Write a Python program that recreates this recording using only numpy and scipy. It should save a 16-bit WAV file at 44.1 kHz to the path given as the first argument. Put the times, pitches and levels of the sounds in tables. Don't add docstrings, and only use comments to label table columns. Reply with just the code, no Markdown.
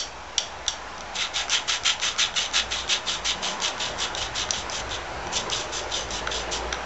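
import sys
import numpy as np
from scipy import signal
from scipy.fft import rfft, irfft, next_fast_len
from scipy.io import wavfile
from scipy.ndimage import uniform_filter1d, map_coordinates

SR = 44100
rng = np.random.default_rng(int(sys.argv[2]) if len(sys.argv) > 2 else 0)


def log_audio(samples):
    frames = np.atleast_2d(samples).T
    limited = np.clip(frames, -1, 1)
    pcm = np.round(limited * 32767).astype(np.int16)
    wavfile.write(sys.argv[1], SR, pcm)


N = 302085

# [f/Hz, width/Hz, level/dB]
RASP_MODES = [(1360, 130, 1.5), (1668, 68, 3), (1993, 310, 0.5), (2273, 226, 3), (2600, 110, -0.5)]


def amp(db):
    return 10 ** (np.asarray(db) / 20)


def unit(x):
    return x / np.sqrt(np.mean(x ** 2) + 1e-20)


def along(points, hz):
    f, value = np.transpose(points)
    return np.interp(np.log(hz + 1), np.log(f + 1), value)


def curves(rows):
    times, *columns = np.transpose(rows)
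    return [np.interp(np.arange(N) / SR, times, column) for column in columns]


def wobble(rate):
    knots = rng.standard_normal(int(N * rate / SR) + 4)
    return map_coordinates(knots, [np.arange(N) * rate / SR])


def filtered(x, response):
    size = next_fast_len(len(x) + SR // 2)
    spectrum = rfft(x, size) * response(np.fft.rfftfreq(size, 1 / SR))
    return irfft(spectrum, size)[:len(x)]


def body(x, peaks):
    def response(f):
        total = 0
        for k, (centre, width, db) in enumerate(peaks):
            damping = 1j * f * width
            total = total + (-1) ** k * amp(db) * damping / (centre * centre - f * f + damping)
        return total
    return filtered(x, response)


def power_gain(peaks):
    return np.sqrt(sum(amp(2 * db) * width for centre, width, db in peaks) * np.pi / SR)


def patchy(x, depth_db, tall=4, long=14):
    z = signal.stft(x, nperseg=512)[2]
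    field = uniform_filter1d(rng.standard_normal(z.shape), tall, 0)
    field = uniform_filter1d(field, long, 1)
    return signal.istft(z * amp(depth_db * unit(field)), nperseg=512)[1][:N]


def causal(points, size=2048):
    gain = amp(along(points, np.fft.rfftfreq(size, 1 / SR)))
    cepstrum = irfft(np.log(gain + 1e-6), size)
    cepstrum[1:size // 2] *= 2
    cepstrum[size // 2 + 1:] = 0
    return irfft(np.exp(rfft(cepstrum)), size)


def taps():
    # [t/s, crack level/dB, rattle level re crack/dB, rattle t60/s, treble/dB]
    strikes = [(-.012, -8.5, -16.5, 0.24, 1.5), (0.3796, -8.5, -19.5, 0.35, -2.5),
               (0.68, -11.5, -17.5, 0.29, -1.5)]
    # [f/Hz, width/Hz, level/dB]
    shaft = [(2900, 220, -3.5), (3080, 230, 1.5), (3360, 270, 0.5), (3790, 330, -6), (4450, 270, -2),
             (4770, 270, -3.5), (5280, 160, -5.5), (5560, 220, 1), (5980, 480, -3.5), (6560, 330, -6),
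             (7540, 930, -11)]
    crack_t60_s, thud_db, treble_from_hz = 0.02, -16.5, 4100
    lead = SR // 10
    t = np.arange(SR // 2) / SR
    out = np.zeros(N + SR)
    for s, db, rattle_db, rattle_t60, treble_db in strikes:
        decay = amp(-60 * t / crack_t60_s) + amp(rattle_db - 60 * t / rattle_t60)
        shake = decay * rng.standard_normal(len(t))
        struck = [(hz, width, level + treble_db * (hz > treble_from_hz)) for hz, width, level in shaft]
        ring = body(shake, struck) / power_gain(shaft)
        thud = amp(thud_db) * body(shake, RASP_MODES) / power_gain(RASP_MODES)
        out[lead + round(s * SR):][:len(t)] += amp(db) * (ring + thud)
    return out[lead:lead + N]


def yard(x):
    # [f/Hz, t60/s]
    decay = [(1000, 0.57), (3500, 0.23), (8000, 0.25)]
    hz, t, z = signal.stft(rng.standard_normal(SR // 2), SR, nperseg=256)
    t60 = along(decay, hz)[:, None]
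    tail = signal.istft(z * amp(-60 * t / t60), SR, nperseg=256)[1]
    return signal.fftconvolve(np.pad(x, (260, 0)), tail / np.linalg.norm(tail))[:N]


def traffic():
    # [t/s, far road level/dB, near car level/dB, drone level/dB, rumble level/dB]
    swells = [(0, -44, -48.5, -55, -52), (.9, -41.5, -51, -52, -53.5), (1.7, -41, -55.5, -57.5, -52),
              (2.3, -42, -50.5, -57.5, -50), (2.7, -40, -47.5, -46.5, -52), (2.95, -40.5, -44.5, -57, -51),
              (3.3, -39.5, -45, -46, -51.5), (3.5, -38, -41.5, -59, -52.5), (4.35, -38, -44.5, -48, -44.5),
              (5, -38, -42, -51, -44), (5.5, -37.5, -39, -49, -46), (6, -39, -39, -46.5, -47),
              (6.7, -37, -36.5, -39.5, -47.5), (6.85, -37, -43.5, -50, -51)]
    # [f/Hz, level/dB]
    roar_colour = [(120, -44), (200, -17), (261, -10), (373, -11), (675, -3.5), (776, -2), (1160, -5.5),
                   (1320, -6), (1750, -7.5), (1890, -9.5), (2500, -11.5), (7680, -28), (8300, -56),
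                   (10800, -66), (18300, -120)]
    rumble_colour = [(15, -31), (25, -5.5), (60, -4), (120, -4), (150, -13.5), (400, -120)]
    boom_colour = [(60, -120), (140, -9), (185, 0), (250, -8), (600, -120)]
    # [f/Hz, width/Hz, level/dB]
    road_bands = [(779, 44, -5), (860, 25, 0.5), (999, 35, -0.5), (1454, 120, -7.5)]
    car_bands = [(359.4, 48, -1.5), (484, 60, -1.5), (554, 63, -2.5), (623.3, 17, 3.5)]
    far_db, near_db, drone_db, rumble_db = curves(swells)

    boom_db = -54 + 0.46 * (near_db - near_db.mean()) + 2.5 * wobble(3.5)

    air = [patchy(rng.standard_normal(N), depth_db=1.5, tall=2, long=28) for layer in range(5)]

    def coloured(x, colour):
        return unit(filtered(x, lambda hz: amp(along(colour, hz))))

    roar = coloured(air[0], roar_colour)
    rumble = coloured(air[1], rumble_colour)
    boom = coloured(air[2], boom_colour)
    far = amp(3.0) * roar + amp(-4.0) * unit(body(air[3], road_bands))
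    near = amp(-1.0) * unit(body(air[4], car_bands))

    drone_hz = 59 + 2.5 * wobble(4.6)
    drone = np.sqrt(2) * np.sin(2 * np.pi * np.cumsum(drone_hz) / SR)
    drone = drone * amp(1.2 * wobble(9.2))

    road = amp(far_db) * far + amp(near_db) * near
    low = amp(rumble_db) * rumble + amp(boom_db) * boom
    return road + low + amp(drone_db + 1.5) * drone


def ticks():
    # [t/s, slot level/dB, blade level/dB, casting level/dB], peaks of the bare jolt
    contacts = [(0.6649, -26.5, -31, -38), (0.9804, -38, -32, -38), (1.0076, -32, -27, -38),
                (1.4824, -35, -30, -28), (1.497, -28, -15.5, -28.5), (1.836, -32, -24, -34),
                (1.9993, -24.5, -25.5, -31.5), (2.163, -35.5, -31.5, -29.5), (2.341, -28, -33, -32),
                (2.5128, -31.5, -33.5, -38), (2.8788, -26, -31, -37.5), (3.602, -29, -22.5, -30),
                (3.7802, -30, -33, -38), (4.15, -19.5, -21, -37), (4.4901, -27.5, -30.5, -26),
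                (4.5072, -13, -8, -41), (4.698, -36, -19, -36), (4.8933, -34.5, -27.5, -34),
                (5.2704, -37, -30, -35), (5.5, -26, -16.5, -36), (5.6939, -43, -34, -40),
                (5.8977, -29, -34, -41), (6.089, -41, -33.5, -41), (6.107, -40, -19.5, -39),
                (6.2722, -24.5, -27, -33), (6.2737, -19.5, -30, -20.5), (6.7253, -26, -30.5, -32),
                (6.7271, -20, -19.5, -20.5), (6.729, -22, -26, -25), (6.7442, -26, -32, -36)]
    # [f/Hz, width/Hz, level/dB]
    slot = [(3330, 900, -1.5), (3930, 840, 0)]
    blade = [(4840, 750, -1), (5980, 410, 3.5), (7600, 540, -9)]
    casting = [(1324, 150, 0), (1550, 180, -2), (2210, 270, -8.5)]
    chatter_t60_s, chatter_s_per_db = .016, .0003
    t = np.arange(SR // 20) / SR
    jolts = np.zeros((3, N + SR))
    for s, *levels_db in contacts:
        t60 = max(chatter_t60_s + chatter_s_per_db * (max(levels_db) + 25.5), .002)
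        jolt = 0.084 * amp(-60 * t / t60) * rng.standard_normal(len(t))
        jolt[0] = 1
        jolts[:, round(s * SR):][:, :len(t)] += amp(levels_db)[:, None] * jolt
    click = signal.unit_impulse(SR // 20)
    out = np.zeros(N)
    for x, part in zip(jolts, (slot, blade, casting)):
        click_peak = np.abs(body(click, part)).max()
        out += body(x[:N], part) / click_peak
    return out


def grit(rate, spread_db, smooth):
    chance, size, sign = rng.random(N), rng.exponential(size=N), rng.standard_normal(N)
    grains = (chance < rate / SR) * amp(spread_db * size) * np.sign(sign)
    return unit(unit(grains) + smooth * rng.standard_normal(N))


def grinding():
    # [t/s, time to peak/s, fade/s, first bite re peak/dB, peak level/dB, treble/dB]
    twists = [(1.154, 0.061, 0.059, -8.5, -25.5, -5.5), (1.341, 0.039, 0.067, -5, -28.5, -3.0),
              (1.497, 0.048, 0.05, -9.5, -22, -4.5), (1.676, 0.054, 0.044, -2.5, -26.0, -2.5),
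              (1.844, 0.033, 0.055, -5.0, -23.0, -2.5), (2.015, 0.031, 0.082, -3.5, -26, -3.5),
              (2.183, 0.031, 0.057, -8, -21.5, -3.5), (2.357, 0.015, 0.1, -3, -26, -3),
              (2.535, 0.039, 0.044, -6, -22, -4.5), (2.708, 0.016, 0.11, -3.5, -27, -4),
              (2.888, 0.033, 0.054, -6, -22.5, -4), (3.066, 0.039, 0.073, 1.5, -28.5, -3.5),
              (3.248, 0.036, 0.054, -5, -24.5, -5.0), (3.428, 0.018, 0.1, 1.0, -29.5, -3.0),
              (3.618, 0.044, 0.042, -6.0, -27, -2), (3.797, 0.02, 0.1, -1, -30, -3.0),
              (3.984, 0.044, 0.051, -8, -27, -1.5), (4.168, 0.012, 0.098, -3, -28.5, -4.5),
              (4.354, 0.044, 0.055, -6.5, -29, -1), (4.532, 0.015, 0.082, 3, -31.5, -3.0),
              (4.718, 0.06, 0.037, -4, -32.5, 0), (4.909, 0.014, 0.055, 1, -32, -5.5),
              (5.325, 0.041, 0.058, -5.5, -29.5, 0.5), (5.515, 0.032, 0.094, 4, -31, -0.5),
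              (5.725, 0.03, 0.068, -5, -34, 4), (5.914, 0.028, 0.1, 1, -32.0, -2.0),
              (6.108, 0.056, 0.045, -8, -32.5, 1.0), (6.311, 0.019, 0.1, 5, -31.5, -3.5),
              (6.516, 0.018, 0.066, -5.5, -32.5, 2.5)]
    # [t/s, level re grinding/dB]
    coarse = [(1, -3), (3, -7), (5, -10), (6.85, -12.5)]
    # [f/Hz, width/Hz, level/dB]
    seat = [(2674, 320, -12), (2965, 70, 0), (3175, 113, -2.5), (3367, 120, -1.5), (3600, 168, -0.5),
            (3780, 220, -1.5), (4096, 350, -8)]
    stem = [(4570, 360, -8), (5095, 134, -2), (5340, 210, -7.5), (5630, 140, -1.5), (6096, 280, -1.5),
            (7234, 444, -1.5), (7180, 490, -3.5), (7910, 620, -9.5)]
    scrape_s, scrape_db, break_s, break_db, scrape_treble_db = 0.018, -62, 0.0027, -42.5, 2.5
    sag_share, sag_db, fade_db, stop_s, rest_db = 0.57, -4, -13.5, 0.027, -55
    lean, lean_offset_db, lean_back = -0.85, -2.5, -0.55
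    rasp_with_stem = .4

    rows = []
    for s, rise, fade, bite_db, db, treble_db in twists:
        peak = s + rise
        lean_db = lean * bite_db + lean_offset_db
        late_db = treble_db + lean_back * lean_db
        rows += [(s - scrape_s, scrape_db, scrape_treble_db),
                 (s - break_s, break_db, scrape_treble_db),
                 (s + break_s, db + bite_db, treble_db + lean_db),
                 (peak, db, treble_db),
                 (peak + sag_share * fade, db + sag_db, late_db),
                 (peak + fade, db + fade_db, late_db),
                 (peak + fade + stop_s, rest_db, treble_db)]
    level_db, treble_db = curves([(1.1, -80, 0), *sorted(rows), (6.7, -80, 0)])

    rub = grit(rate=2500, spread_db=2.5, smooth=0.71)
    rub = unit(patchy(rub, depth_db=1.5, tall=5, long=7))
    stutter_db = 1.25 * wobble(60) + 0.7 * wobble(250)
    force = amp(level_db + stutter_db) * rub

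    rasp_db = curves(coarse)[0] + rasp_with_stem * treble_db
    parts = [(seat, 0), (stem, treble_db), (RASP_MODES, rasp_db)]
    return sum(body(force * amp(db), peaks) / power_gain(peaks) for peaks, db in parts)


def scene():
    # [f/Hz, level/dB]
    response = [(5, 1.5), (7400, 3.5), (7750, -5), (8000, -16), (8300, -33)]
    tool = grinding() + taps() + ticks()
    tool = tool + amp(-9.5) * yard(tool)
    tool = signal.fftconvolve(tool, causal(response))[:N]
    return (tool + traffic())[None]


def record(dry):
    # [f/Hz, level/dB]
    hiss_colour = [(1470, -34.5), (2500, -4.5), (5050, -5), (5810, -1), (7470, -9.5), (8300, -41.5),
                   (10800, -64), (18300, -120)]
    top_hz = 8330
    hiss = unit(filtered(rng.standard_normal(N), lambda hz: amp(along(hiss_colour, hz))))
    return filtered(dry[0] + amp(-52) * hiss, lambda hz: hz < top_hz)[None] - .0034


dry = scene()
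out = record(dry)
log_audio(out)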